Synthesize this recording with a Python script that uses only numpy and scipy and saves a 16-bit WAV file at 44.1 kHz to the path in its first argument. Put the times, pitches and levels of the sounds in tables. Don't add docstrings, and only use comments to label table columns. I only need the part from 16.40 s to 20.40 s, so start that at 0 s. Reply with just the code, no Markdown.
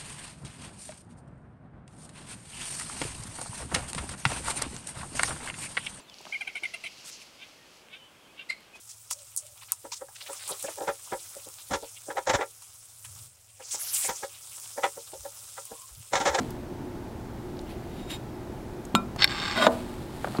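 import sys
import numpy as np
from scipy import signal
from scipy.fft import rfft, irfft
from scipy.io import wavfile
from scipy.ndimage import uniform_filter1d

SR = 44100
rng = np.random.default_rng(int(sys.argv[2]) if len(sys.argv) > 2 else 0)


def wrap_up_sound(samples):
    columns = np.atleast_2d(samples).T
    tamed = np.clip(columns, -1, 1)
    steps = np.round(tamed * 32767).astype(np.int16)
    wavfile.write(sys.argv[1], SR, steps)


N = 176400

# freq_hz, gain_db
AIR_SPECTRUM = [(12, -31), (20, -6), (65, -4), (86, -5.5), (101, -6.5), (120, -2.5), (158, -8), (204, -4.5),
                (241, -5.5), (328, -5), (367, -8), (472, -14.5), (590, -15), (802, -16.5), (873, -16.5),
                (1150, -24.5), (1330, -25), (1440, -25.5), (2670, -34.5), (14700, -45.5), (16000, -44)]
# pitch_hz, level_db
HUM_TONES = [(119, -52.5), (358, -47.5), (856, -59)]

# time_s, level_db
SLEEVE_ENVELOPE = [(0, -48), (.2, -62), (.4, -76), (3.2, -62), (3.32, -44), (3.45, -51), (3.68, -54),
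                   (3.85, -47.5), (4, -47)]
# freq_hz, gain_db
SLEEVE_SPECTRUM = [(400, -8), (1000, 2), (2500, -4), (4200, -4), (6000, -14), (8200, -8), (16000, -19)]
# start_s, level_db
HAND_KNOCKS = [(2.7615, -35), (3.8452, -23), (3.873, -30.5), (3.9495, -31), (3.962, -37), (3.986, -31.5)]
# freq_hz, gain_db
KNOCK_SPECTRUM = [(150, -18), (450, -11), (680, 5), (900, -2), (1350, -2), (2000, -15.5), (3200, -24),
                  (4500, -34), (16000, -49)]
# start_s, level_db, ring_gain_db
TABLE_BUMPS = [(.002, -30, -25.5), (2.5447, -19, -34), (3.991, -17, -39)]
# freq_hz, gain_db
BUMP_SPECTRUM = [(50, -17), (130, -6.5), (240, 2), (330, -1), (500, -18.5), (1000, -31), (4000, -56),
                 (16000, -80)]
# pitch_hz, gain_db, t60_s
TABLE_MODES = [(196, -5, 0.14), (249.6, 3, .19), (241.5, -12, 1), (317, -6, 0.15), (388, -14, .25),
               (464, -3, 0.24), (574, -5, 0.18), (655, -5, 0.3), (745, -4.5, 0.21), (864, -10.5, 0.16),
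               (1045, -8.5, 0.15), (1177, -8.5, 0.11), (1492, -1.5, 0.072)]
# start_s, peak_db, centre_hz, width_hz
SMALL_TICKS = [(.106, -30, 11000, 16000), (1.169, -42.5, 4000, 1600), (1.191, -36.5, 4300, 2000),
               (1.213, -43, 8500, 4000), (2.452, -35, 7500, 5000), (2.762, -34, 4000, 8000),
               (3.97, -32.5, 4360, 600)]

# pitch_hz, gain_db, t60_s
GLASS_MODES = [(194, -5, 0.15), (241, -7.5, 0.18), (1034, -8, 0.064), (1350, -1, 0.12), (2422, -18.5, 0.21),
               (3730, -13, 0.1), (5080, -23, .08), (7190, -10.5, 0.05), (8200, -16, 0.056),
               (11700, -26, 0.05), (12650, -24, 0.055)]
# freq_hz, gain_db
TAP_SPECTRUM = [(100, -28), (280, -3), (550, -4), (800, -2), (1100, 3), (1400, -3), (1750, -12.5),
                (2400, -9), (2800, -5.5), (4200, -7), (4800, -25), (6400, -23), (7300, -21), (16000, -35)]
# freq_hz, gain_db
FLICK_SPECTRUM = [(100, -22), (300, -7), (700, 1), (1150, -3.5), (1600, -8.5), (2600, -17.5), (3700, -13.5),
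                  (5100, -27), (5600, -34), (7300, -23.5), (7900, -35), (16000, -47)]

# time_s, level_db
RUB_ENVELOPE = [(1.24, -68), (1.31, -48), (1.35, -62), (1.48, -60.5), (1.6, -53.5), (1.675, -65),
                (1.705, -38), (1.745, -43.5), (1.77, -51), (1.79, -75)]
# freq_hz, gain_db
RUB_SPECTRUM = [(500, -15), (1500, -2), (2800, 3.5), (4500, -3), (6000, -12), (9000, -10), (12000, -10.5),
                (16000, -17)]
# time_s, gain_db
SING_ENVELOPE = [(1.47, -77), (1.6, -60), (1.67, -60), (1.71, -44), (1.76, -47.5), (1.81, -74)]
# centre_hz, width_hz, gain_db
SING_RESONANCES = [(3750, 70, 0), (5070, 80, -12), (7200, 100, -7.5), (8170, 160, -13)]
# time_s, level_db
DRAG_ENVELOPE = [(3.15, -61), (3.16, -28), (3.185, -25), (3.206, -26.5), (3.228, -19), (3.245, -22),
                 (3.264, -23), (3.274, -68)]
# freq_hz, gain_db
DRAG_SPECTRUM = [(100, -27), (240, -7), (380, -9), (490, -16), (620, -4.5), (870, -14), (1150, -11.5),
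                 (1600, -14.5), (2600, -18.5), (3800, -21.5), (5000, -25), (5900, -34), (8500, -37),
                 (12000, -39), (16000, -45)]
# centre_hz, width_hz, boost_db
DRAG_RESONANCES = [(242.4, 16, 14.5), (654, 130, 6), (1053, 63, 6.5), (1180, 45, 10.5), (1465, 28, 15.5),
                   (2010, 110, 10), (3210, 120, 13.5), (3770, 240, 13), (5130, 90, 11), (7230, 140, 16.5),
                   (8180, 190, 17.5)]

# time_s, level_db
PEEL_ENVELOPE = [(2.775, -57), (2.792, -35), (2.803, -32.5), (2.818, -29.5), (2.836, -32), (2.852, -31),
                 (2.868, -64), (2.888, -37), (2.926, -33.5), (2.964, -34.5), (3.02, -32.5), (3.12, -31.5),
                 (3.146, -34), (3.2, -35.5), (3.262, -34), (3.275, -73)]
# freq_hz, gain_db
PEEL_SPECTRUM = [(250, -11), (700, -11), (900, -4), (1500, -3.5), (2000, -4), (2700, -4), (4500, -8.5),
                 (5400, -14), (6000, -22), (7000, -19), (8500, -24), (9300, -30), (16000, -40)]
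# centre_hz, width_hz, boost_db
STRIP_RESONANCES = [(822, 52, 10.5), (1154, 180, 6.5), (1596, 135, 8), (2096, 280, 2.5), (3665, 170, 9.5),
                    (4443, 174, 10.5), (5360, 230, 10.5), (6380, 140, 8), (7550, 260, 12), (8400, 240, 9.5)]
# start_s, level_db, t60_s
GLUE_SNAPS = [(2.7916, -35, .014), (2.811, -28, 0.011), (2.8212, -17, 0.026), (2.8242, -18, 0.016),
              (2.8312, -18.5, 0.029), (2.8432, -10, 0.015), (2.876, -28.5, 0.019), (2.909, -36, .008),
              (3, -34, .008), (3.0235, -36, 0.0097), (3.054, -34, .008), (3.1123, -32, 0.0097)]
# freq_hz, gain_db
SNAP_SPECTRUM = [(300, -17), (1100, -12.5), (1650, -2), (2000, 3), (2800, -4), (3300, 1.5), (4400, 2),
                 (5400, -4), (6000, -18), (7000, -31), (8400, -31), (9300, -48), (16000, -54)]
# freq_hz, gain_db
OVERLOAD_SPECTRUM = [(3000, -8), (6300, 2), (7100, -3), (9000, 1), (13000, 3), (16000, -19)]


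def amp(db):
    return 10 ** (np.asarray(db) / 20)


def unit(x):
    return x / np.sqrt(np.mean(x ** 2))


def clock():
    return np.arange(N) / SR


def fader(envelope):
    time_s, level_db = np.array(envelope).T
    return amp(np.interp(clock(), time_s, level_db, left=-200, right=-200))


def decay(t, t60_s):
    return np.exp(-np.log(1000) * t / t60_s)


def add(out, start_s, x):
    i = int(start_s * SR)
    out[i:i + len(x)] += x[:N - i]


def band(x, centre_hz, width_hz):
    return signal.lfilter(*signal.iirpeak(centre_hz, centre_hz / width_hz, fs=SR), x)


def lowpass(x, cutoff_hz):
    return signal.sosfilt(signal.butter(2, cutoff_hz, fs=SR, output="sos"), x)


def colour(x, spectrum, resonances=(), size=8192):
    freq_hz, gain_db = np.array(spectrum).T
    bin_hz = np.maximum(np.arange(size // 2 + 1) * SR / size, 1)
    gain = amp(np.interp(np.log(bin_hz), np.log(freq_hz), gain_db))
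    gain *= np.minimum(bin_hz / freq_hz[0], 1)
    peak_power = sum(amp(boost_db) ** 2 / (1 + (2 * (bin_hz - centre_hz) / width_hz) ** 2) ** 2
                     for centre_hz, width_hz, boost_db in resonances)
    gain *= np.sqrt(1 + peak_power)
    cepstrum = irfft(np.log(gain))
    cepstrum[1:size // 2] *= 2
    cepstrum[size // 2 + 1:] = 0
    impulse = irfft(np.exp(rfft(cepstrum)))
    return signal.oaconvolve(x, impulse)[:len(x)]


def impact(spectrum, level_db, tail_db, t60_s, resonances=(), size=4096):
    x = amp(tail_db) * rng.standard_normal(size) * decay(np.arange(size) / SR, t60_s)
    x[0] = 1
    x = colour(x, spectrum, resonances, size)
    return amp(level_db) * x / np.std(x[:SR // 200])


def ring(modes):
    t = clock()[:SR]
    return sum((-1) ** k * amp(gain_db) * np.sin(2 * np.pi * pitch_hz * t) * decay(t, t60_s)
               for k, (pitch_hz, gain_db, t60_s) in enumerate(modes))


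def crackle(spectrum, envelope, rate_per_s, spread_db, resonances=()):
    sizes = amp(spread_db * np.minimum(rng.exponential(size=N), 4))
    pulses = (rng.random(N) < rate_per_s / SR) * sizes * rng.choice([-1, 1], N)
    return unit(colour(pulses, spectrum, resonances)) * fader(envelope)


def ventilation(air_db=-38.5):
    out = amp(air_db) * unit(colour(rng.standard_normal(N), AIR_SPECTRUM))
    for pitch_hz, level_db in HUM_TONES:
        out += amp(level_db) * unit(band(rng.standard_normal(N), pitch_hz, width_hz=7.7))
    return out


def room(x, gain_db=-7.5, bass_t60_s=.4, treble_t60_s=.26, treble_db=-14, delay_s=.008):
    t = clock()[:SR // 2]
    scatter = rng.standard_normal(len(t)) * (t > delay_s)
    bass = lowpass(scatter, cutoff_hz=1000)
    bass_decay = decay(t, bass_t60_s)
    tail = bass * bass_decay + amp(treble_db) * (scatter - bass) * decay(t, treble_t60_s)
    return amp(gain_db) * signal.fftconvolve(x, tail / np.linalg.norm(bass_decay))[:N]


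def hands():
    out = crackle(SLEEVE_SPECTRUM, SLEEVE_ENVELOPE, rate_per_s=5000, spread_db=3.5)
    for start_s, level_db in HAND_KNOCKS:
        add(out, start_s, impact(KNOCK_SPECTRUM, level_db, tail_db=-19, t60_s=.035))
    boom = lowpass(ring(TABLE_MODES), cutoff_hz=302)
    for start_s, level_db, ring_gain_db in TABLE_BUMPS:
        add(out, start_s, impact(BUMP_SPECTRUM, level_db, tail_db=-33, t60_s=.058))
        add(out, start_s, amp(ring_gain_db) * boom)
    t = clock()[:SR // 10]
    for start_s, peak_db, centre_hz, width_hz in SMALL_TICKS:
        burst = rng.standard_normal(len(t)) * decay(t, t60_s=.018)
        tick = band(band(burst, centre_hz, width_hz), centre_hz, width_hz)
        add(out, start_s, amp(peak_db) * tick / np.abs(tick).max())
    return out


def plate(tap_s=2.5511, glass_gain_db=-14.5, flick_s=3.2672, table_gain_db=-20.5):
    out = np.zeros(N)
    add(out, tap_s, impact(TAP_SPECTRUM, level_db=-13.5, tail_db=-27.5, t60_s=.036))
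    add(out, tap_s, amp(glass_gain_db) * ring(GLASS_MODES))
    add(out, flick_s, impact(FLICK_SPECTRUM, level_db=-10, tail_db=-12, t60_s=.035))
    add(out, flick_s, amp(table_gain_db) * ring(TABLE_MODES))
    return out


def friction():
    rub = crackle(RUB_SPECTRUM, RUB_ENVELOPE, rate_per_s=6000, spread_db=1.5)
    grip = rng.standard_normal(N)
    sing = sum(amp(gain_db) * unit(band(band(grip, centre_hz, width_hz), centre_hz, width_hz))
               for centre_hz, width_hz, gain_db in SING_RESONANCES)
    drag = crackle(DRAG_SPECTRUM, DRAG_ENVELOPE, rate_per_s=5000, spread_db=2,
                   resonances=DRAG_RESONANCES)
    return rub + sing * fader(SING_ENVELOPE) + drag


def peel(overload_s=2.8435):
    out = crackle(PEEL_SPECTRUM, PEEL_ENVELOPE, rate_per_s=5400, spread_db=4.5,
                  resonances=STRIP_RESONANCES)
    for start_s, level_db, t60_s in GLUE_SNAPS:
        snap = impact(SNAP_SPECTRUM, level_db, tail_db=-14, t60_s=t60_s, resonances=STRIP_RESONANCES)
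        add(out, start_s, snap)
    add(out, overload_s, impact(OVERLOAD_SPECTRUM, level_db=-29, tail_db=-28, t60_s=.006))
    return out


def scene():
    handling = peel() + friction() + plate() + hands()
    return (handling + room(handling) + ventilation())[None]


def record(dry):
    cutoff_hz = 15800
    top_cut = signal.ellip(10, .2, 80, cutoff_hz, fs=SR, output="sos")
    return signal.sosfilt(top_cut, np.clip(dry, -1, 1))


dry = scene()
out = record(dry)
wrap_up_sound(out)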